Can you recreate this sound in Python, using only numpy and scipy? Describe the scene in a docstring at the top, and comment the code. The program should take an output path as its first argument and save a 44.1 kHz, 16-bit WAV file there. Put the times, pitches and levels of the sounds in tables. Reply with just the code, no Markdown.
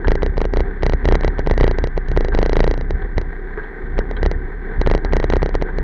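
"""A bicycle rolls along gravel for 5.8 s, heard through its frame by a camera in a closed housing on the handlebar.
From the start the tyres crunch as a dull, ringing rush (random grains through frame resonances), over a 31 Hz
flutter of the shaken camera (a bent sine) and faint hiss. Almost at once a stone pings (a scuff ringing the
wheel), as others do now and then. The mount's play ticks and knocks (short blows ringing the housing), densely
until about 2.9 s, sparsely up to 4.8 s, then densely again to the end."""
import sys
import numpy as np
from scipy.fft import rfft, irfft, next_fast_len
from scipy.io import wavfile
from scipy.ndimage import uniform_filter1d, map_coordinates

SR = 44100
rng = np.random.default_rng(int(sys.argv[2]) if len(sys.argv) > 2 else 0)


def waveform_to_disk(signal):
    """Save audio, clipped to [-1, 1], as 16-bit WAV at the path in sys.argv[1]."""
    frames = np.transpose(np.atleast_2d(signal))
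    scaled = np.clip(frames, -1, 1) * 32767
    samples = np.round(scaled).astype(np.int16)
    wavfile.write(sys.argv[1], SR, samples)


N = 257103

SHAKE_HZ = 31.17  # nominal rate of the camera's swing
HARD_KNOCK_DB = 9.5  # reference strength for how dull a knock is and how strongly the other stop ticks


def amp(db):
    """Decibels to gain."""
    return 10 ** (np.asarray(db) / 20)


def unit(x):
    """x at rms 1."""
    return x / np.sqrt(np.mean(x ** 2) + 1e-20)


def along(points, hz):
    """(Hz, value) points read on a log frequency axis."""
    f, v = np.transpose(points)
    return np.interp(np.log(hz + 1), np.log(f), v)


def curves(rows):
    """One value per sample for each column after the time."""
    s, *cols = np.transpose(rows)
    return [np.interp(np.arange(N) / SR, s, c) for c in cols]


def wobble(rate):
    """A smooth random curve, rate knots a second."""
    knots = rng.standard_normal(int(N * rate / SR) + 4)
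    return map_coordinates(knots, [np.arange(N) * rate / SR])


def filtered(x, response):
    """x times a response of frequency."""
    m = next_fast_len(len(x) + SR // 4)
    hz = np.fft.rfftfreq(m, 1 / SR)
    return irfft(rfft(x, m) * response(hz), m)[:len(x)]


def noise(spectrum):
    """Noise of rms 1 with the given colour."""
    return unit(filtered(rng.standard_normal(N), lambda hz: amp(along(spectrum, hz))))


def resonances(modes, hz):
    """Gain of a body whose resonances add in power; each falls to half amplitude at the edges of its width."""
    power = 0
    for centre, width, db in modes:
        power = power + (amp(db) / (1 + (2 * (hz - centre) / width) ** 2)) ** 2
    return np.sqrt(power)


def above(hz, edge_hz):
    """A smooth step from 0 below the edge to 1 above it."""
    return 1 - 1 / (1 + (hz / edge_hz) ** 4)


def add(track, s, sound):
    """Mix a sound into the track at time s."""
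    start = max(round(s * SR), 0)
    track[start:start + len(sound)] += sound[:max(N - start, 0)]


def crunch(grain_rate, spread_db):
    """Countless small stones cracking under the tread at random, a few louder than the rest."""
    hit = rng.random(N) < grain_rate / SR
    loudness = amp(spread_db * np.minimum(rng.exponential(size=N), 4))
    return unit(hit * rng.standard_normal(N) * loudness)


def tyres(crunch_db, rumble_db, split_hz):
    """Gravel grains ring the frame; its low rumble and its higher crunch swell separately."""
    # tyres on the ground, before trims: t/s, crunch/dB, rumble/dB
    road = [(0, -41, -30.5), (.12, -40, -36), (.42, -41, -33.5), (.85, -40, -37.5), (1.05, -39, -34),
            (1.2, -37.5, -37.5), (1.45, -39, -35), (1.8, -37.5, -37.5), (1.95, -40.5, -41.5),
            (2.4, -37.7, -33), (2.56, -40.5, -37.5), (2.95, -40, -36.5), (3.5, -39, -38),
            (4.12, -39, -34.5), (4.53, -40, -38.5), (4.8, -37, -34), (5.05, -39.5, -33.5),
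            (5.35, -37.5, -37), (5.83, -38, -32.5)]
    # resonances on the way from the tyres through frame and housing: f/Hz, width/Hz, level/dB
    frame_modes = [(253, 210, -7.5), (393.4, 106, 2), (464, 110, -9), (759, 130, -9.5), (974, 240, -14.5),
                   (1230, 310, -17), (1574, 174, -6), (1819, 233, -8.5), (2012, 166, -14), (2224, 190, -22),
                   (3440, 640, -36.5), (4150, 260, -40.5)]
    high_db, low_db = curves(road)
    grains = crunch(grain_rate=2500, spread_db=3.0) + 0.86 * rng.standard_normal(N)
    high = unit(filtered(grains, lambda hz: resonances(frame_modes, hz) * above(hz, split_hz)))
    low = unit(filtered(grains, lambda hz: resonances(frame_modes, hz) * (1 - above(hz, split_hz))))
    high_gain = amp(high_db + crunch_db + 1.36 * wobble(22.01))
    low_gain = amp(low_db + rumble_db + 1.6 * wobble(13))
    return high_gain * high + low_gain * low


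def knocks():
    """Every knock of every bump as (s, energy dB, brightness dB, swing dB); harder ones are duller."""
    # bumps that throw the mount against its stop once a swing, before trims: t/s, knocks, gap/s,
    # first knock/dB, change over the run/dB, brightness/dB, extra swing/dB
    bumps = [(0.0821, 3, 0.036, 11.5, -3.5, 1, 1), (.231, 2, 0.032, 11.3, -4.5, -0.2, -2),
             (0.379, 3, 0.037, 9, -0.5, -.8, -0.5), (.537, 3, 0.034, 6.5, 2.5, -0.5, 1),
             (.8326, 3, 0.032, 10.5, -3.5, 2, -1.5), (.935, 1, 0, 9.3, -1, -1.5, 1),
             (1.0544, 2, 0.033, 9.5, 2.6, 2, 1), (1.1234, 2, .0303, 12.5, -.5, .4, -.5),
             (1.2096, 1, 0, 1, 0, 0.5, 5), (1.2466, 2, 0.032, 11.5, -3.5, -.3, 0),
             (1.3925, 1, 0, 8.5, 0, -2.5, -2.5), (1.4724, 2, 0.039, 10, 2.5, 0.1, -1),
             (1.5383, 1, 0, -.9, 0, -5, 1), (1.5777, 3, 0.032, 8.5, 5.5, 2, 0.6),
             (1.6782, 2, 0.034, 11, -3, 1, 0.5), (1.7856, 1, 0, 7.5, 0, 1.3, -.5),
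             (1.8403, 2, 0.032, 9, -7.5, 2.5, 0), (1.977, 1, 0, 8.5, 0, -1.5, -2.5),
             (2.085, 2, 0.031, -6.5, 8, 1, 7.5), (2.174, 2, 0.034, 13.1, -5, 0.3, -1.5),
             (2.2475, 2, 0.037, 5.5, -2, 0.5, 1), (2.3487, 3, 0.04, 9, 3, 1.3, 0),
             (2.4612, 2, 0.034, 10, -1, 2, -2), (2.5313, 3, .0365, 10, 3.7, 2.2, -1),
             (2.6419, 3, 0.035, 11, -2, 1.5, -0.5), (2.7397, 1, 0, 1.5, 0, .6, 0),
             (2.777, 2, 0.034, 1, -0.2, -0.8, 4), (2.9072, 1, 0, 5, 0, 0.5, -0.5),
             (3.1807, 2, 0.034, 8.5, -11.5, 1.3, 1), (3.9897, 1, 0, 10, 0, -1, 0),
             (4.1121, 1, 0, 2, 1, -4, -1), (4.2301, 2, .0313, 9, 1.5, 1.6, -1),
             (4.3142, 1, 0, 5, 0, 2.5, -1), (4.8143, 1, 0, 9.5, 0, 3, -4.5),
             (4.873, 2, .0405, 13, -1.2, -0.7, 0), (4.9498, 2, .028, 12.5, -12, 0.5, 0),
             (5.0484, 1, 0, 5.2, -1, 3.3, 1.5), (5.134, 3, 0.033, 11.5, -4.5, 1.5, 0),
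             (5.2419, 1, 0, 11.5, 0, -1, -2.5), (5.301, 1, 0, 8.6, 0, 2.4, -1),
             (5.3356, 2, .0312, 12.8, -1.8, -2.2, -1), (5.4294, 3, 0.031, 11, -9, -.9, -1.4),
             (5.5523, 1, 0, 11, 0, .8, 0), (5.6228, 1, 0, 9.5, 0, -2, -2), (5.7853, 1, 0, 5, 0, -.8, -1.5)]
    arch_db = 1.5  # a run of three or more swells by this much in its middle
    dulling = .28  # dB of brightness lost per dB of knock
    rows = []
    for s, count, gap_s, first_db, change_db, bright_db, extra_db in bumps:
        for k, u in enumerate(np.linspace(0, 1, round(count))):
            db = first_db + change_db * u + arch_db * np.sin(np.pi * u)
            dulled_db = bright_db - dulling * (db - HARD_KNOCK_DB)
            rows.append((s + k * gap_s, db, dulled_db, db + extra_db))
    return rows


def swing_width(surge_db, tremble_db):
    """The swing builds up to each knock or sway and dies away after it, over a trembling that rises and falls."""
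    # trembling of the camera between bumps, before its trim: t/s, level/dB
    tremble = [(0, -25), (.8, -25), (1.6, -23), (2.02, -26), (2.15, -20), (2.8, -23), (3.4, -28.5),
               (3.6, -26.5), (3.72, -34.5), (3.9, -24.5), (4.6, -27.5), (5.2, -23), (5.7, -27.5),
               (5.83, -16.5)]
    # gentler bumps that only rock the camera: t/s, swing/dB
    sways = [(.3, -17.5), (.68, -21.5), (2.94, -17), (3.04, -20), (3.28, -17), (3.85, -24.5), (3.94, -20),
             (4.16, -22), (4.365, -16), (4.45, -22), (4.79, -14)]
    rise_s, fall_s = 0.025, 0.029  # time constants before and after a bump
    t = np.arange(N) / SR
    power = amp(curves(tremble)[0] + tremble_db) ** 2
    surges = [(s, swing_db + surge_db) for s, _, _, swing_db in knocks()]
    for s, db in surges + sways:
        near = slice(max(round(s * SR) - SR // 4, 0), round(s * SR) + SR // 4)
        envelope = np.exp(np.minimum((t[near] - s) / rise_s, (s - t[near]) / fall_s))
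        power[near] += (amp(db) * envelope) ** 2
    return np.sqrt(uniform_filter1d(power, size=700))


def shake(level, lag, skew, hang, squareness, jolt_db):
    """The camera swings on its mount, a whole number of times from one knock to the next; narrow swings wander."""
    # colour of the soft jolts in the frame, growing with the swing: f/Hz, level per Hz/dB
    jolts = [(20, -7.5), (50, 4.5), (90, -4.5), (150, -3), (200, -8), (270, -9), (400, -20.5), (700, -58),
             (2000, -120)]
    wide_swing_db = -20  # swings wider than this are bent by the stops and keep steadier time
    t = np.arange(N) / SR
    hits = np.r_[-1 / SHAKE_HZ, np.transpose(knocks())[0], N / SR + 1 / SHAKE_HZ]
    swings = np.r_[0, np.cumsum(np.round(np.diff(hits) * SHAKE_HZ))]
    wide = level ** 2 / (level ** 2 + amp(wide_swing_db) ** 2)
    wander = .025 * wobble(30) + 0.17 * (1 - wide) ** 2 * wobble(18)
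    angle = 2 * np.pi * (np.interp(t, hits, swings) - lag + wander)  # lag and wander in cycles
    # a wide swing hangs at the top, springs back faster than it sinks and is flattened by the stops
    shape = wide * (skew * np.sin(2 * angle) + hang * np.cos(2 * angle)) - np.sin(angle)
    swing = np.tanh((shape + 0.2 * wobble(60)) * (0.094 + squareness * level))
    # even out the strength over about two swings, so that level alone sets the width
    swing /= np.sqrt(np.abs(uniform_filter1d(swing ** 2, size=2900)) + 1e-6)
    return level * (amp(1.8 * wobble(40)) * swing + amp(jolt_db) * noise(jolts))


def stones(ring_db, snap_db, snap_t60):
    """A stone squeezed from under a tyre scuffs out sideways and sets the wheel ringing."""
    # stones, before trims: t/s, level/dB, sharpness/dB, ring t60/s
    pebbles = [(0.045, -13, -30, 0.055), (0.1747, -25.5, -36, 0.12), (1.332, -28, -35.5, .1),
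               (1.741, -23, -28, 0.056), (2.3212, -21, -24.5, 0.13), (3.0188, -28.5, -14, 0.048),
               (3.5733, -19, -33, 0.16), (3.635, -32, -13, .1), (3.689, -39.5, -18.5, 0.053),
               (3.863, -33, -16.5, .1), (4.005, -26, -33, 0.11), (4.166, -23, -8, 0.11),
               (5.055, -23.5, -32, .15), (5.685, -24.5, -35, 0.13)]
    # ring of the wheel after a stone: f/Hz, width/Hz, level/dB
    wheel_modes = [(416, 130, 1), (910, 220, -6.5), (1240, 380, -11.5), (1608, 200, 0), (1860, 200, -11.5)]
    # snap of the stone itself: f/Hz, width/Hz, level/dB
    snap_modes = [(1900, 500, 2), (3270, 530, -1), (3950, 400, -6)]
    out, t = np.zeros(N), np.arange(SR // 4) / SR

    def scuff(modes):
        """Noise of rms 1 through a body's resonances."""
        return unit(filtered(rng.standard_normal(len(t)), lambda hz: resonances(modes, hz)))

    for s, db, sharp_db, t60 in pebbles:
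        ring = amp(ring_db - 60 * t / t60) * scuff(wheel_modes)
        snap = amp(sharp_db + snap_db - 60 * t / snap_t60) * scuff(snap_modes)
        onset = 1 - np.exp(-t / 0.001)
        add(out, s, amp(db) * (ring + snap) * onset)
    return out


def blow(modes, bright_db, scatter_db, detune, bounce_s, rebound, rough, size=2048):
    """One contact of energy 1; each excites the resonances a little differently."""
    hz, t = np.fft.rfftfreq(size, 1 / SR), np.arange(size) / SR
    chance = rng.standard_normal((len(modes), 2))
    varied = []
    for (f, width, db), (a, b) in zip(modes, chance):
        varied.append((f * (1 + detune * a), width, db + scatter_db * b))
    gain = resonances(varied, hz) * amp(bright_db * above(hz, 1800))
    # the causal (minimum-phase) response: a sudden start, then the ring
    cepstrum = irfft(np.log(gain + 1e-9))
    cepstrum[1:size // 2] *= 2
    cepstrum[size // 2 + 1:] = 0
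    # the contact chatters in quick, dying bounces (an allpass) that spread the click without colouring it
    delay = np.exp(-2j * np.pi * hz * bounce_s * np.exp(.15 * rng.standard_normal()))
    bounces = (rebound + delay) / (1 + rebound * delay)
    # the rough plastic scrapes for a few milliseconds as it lands
    scrape = rng.standard_normal(size) * amp(-60 * t / .012)
    treble = (1j * hz / (700 + 1j * hz)) ** 2
    contact = bounces + rough * treble * rfft(scrape / np.linalg.norm(scrape))
    fade_out = np.hanning(2 * size)[size:]
    ring = irfft(np.exp(rfft(cepstrum)) * contact) * fade_out
    return ring / np.linalg.norm(ring)


def rattle(knock_db, tick_db):
    """The loose mount strikes its two stops, pushing the housing in opposite directions."""
    # resonances of the housing struck at the main stop: f/Hz, width/Hz, level/dB
    knock_modes = [(145, 200, -5.5), (419.5, 241, 2), (622, 220, -8), (828, 374, -11.5), (1360, 390, -21.5),
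                   (1931, 220, -13.5), (2177, 360, -22), (2840, 310, -28.5), (3220, 350, -30.5),
                   (3983, 370, -25), (4647, 350, -30), (5560, 750, -35.5), (6270, 630, -40),
                   (7350, 170, -52.5), (9120, 830, -54.5), (10500, 300, -65.5)]
    # resonances of the housing struck at the other stop: f/Hz, width/Hz, level/dB
    tick_modes = [(218, 240, -4.5), (563, 140, -2), (920, 550, -6.5), (1410, 990, -15), (2090, 610, -16),
                  (3100, 872, -24.5), (4200, 1000, -32), (5370, 670, -41), (6889, 550, -54.5),
                  (9630, 2400, -63.5)]
    swing_share, dull_share = .35, .5  # wide swings and dull, full knocks reach the other stop sooner
    tick_grows = 1.4  # dB of tick per dB of excess
    base_lead_s, lead_s_per_db = .0089, .0003  # the tick comes before the knock, earlier on a wider swing
    run_gap_s = .043  # knocks closer than this belong to one run
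    lead_per_gap = .5  # within a run a slower swing puts the tick earlier too
    out, last_s = np.zeros(N), -1
    for s, db, bright_db, swing_db in knocks():
        knock = blow(knock_modes, bright_db, scatter_db=1.25, detune=0.013,
                     bounce_s=0.0004466, rebound=0.7, rough=0.28)
        add(out, s, -amp(db + knock_db) * knock)
        excess_db = db + swing_share * (swing_db - db) - dull_share * bright_db - HARD_KNOCK_DB
        slow_s = s - last_s - 1 / SHAKE_HZ if s - last_s < run_gap_s else 0
        lead_s = base_lead_s + lead_s_per_db * excess_db + lead_per_gap * slow_s
        tick = blow(tick_modes, 0, scatter_db=1.5, detune=.015, bounce_s=.0011, rebound=0.5, rough=0.46)
        reach = np.clip(2 + excess_db, 0, 1)  # no tick below -2 dB of excess, full from -1 dB
        add(out, s - lead_s, reach * amp(tick_db + tick_grows * excess_db) * tick)
        last_s = s
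    return out


def scene():
    """Everything reaches the microphone through the mount."""
    width = swing_width(surge_db=-23.0, tremble_db=1.5)
    ground = tyres(crunch_db=-0.5, rumble_db=-1.0, split_hz=694)
    ground += stones(ring_db=-3.0, snap_db=-0.5, snap_t60=0.041)
    mount = shake(width, lag=0.058, skew=0.51, hang=0.31, squareness=3.8, jolt_db=-11.5)
    mount += rattle(knock_db=0.4, tick_db=-2.5)
    return (mount + ground)[None]


def record(dry):
    """The camera drops the deepest bass, adds faint hiss, rounds off the highest peaks and has a band limit."""
    # colour of the camera's own hiss: f/Hz, level per Hz/dB
    hiss = [(100, -2.5), (4500, -2.5), (7000, -11), (15000, -12.5)]
    top_hz = 15800
    x = filtered(dry[0], lambda hz: above(hz, edge_hz=15)) + amp(-74.5) * noise(hiss)
    x = x / (1 + np.abs(x / .98) ** 8) ** (1 / 8)
    fade_in = np.minimum(np.arange(N) / (.002 * SR), 1)
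    return filtered(x * fade_in, lambda hz: hz < top_hz)[None]


dry = scene()
out = record(dry)
waveform_to_disk(out)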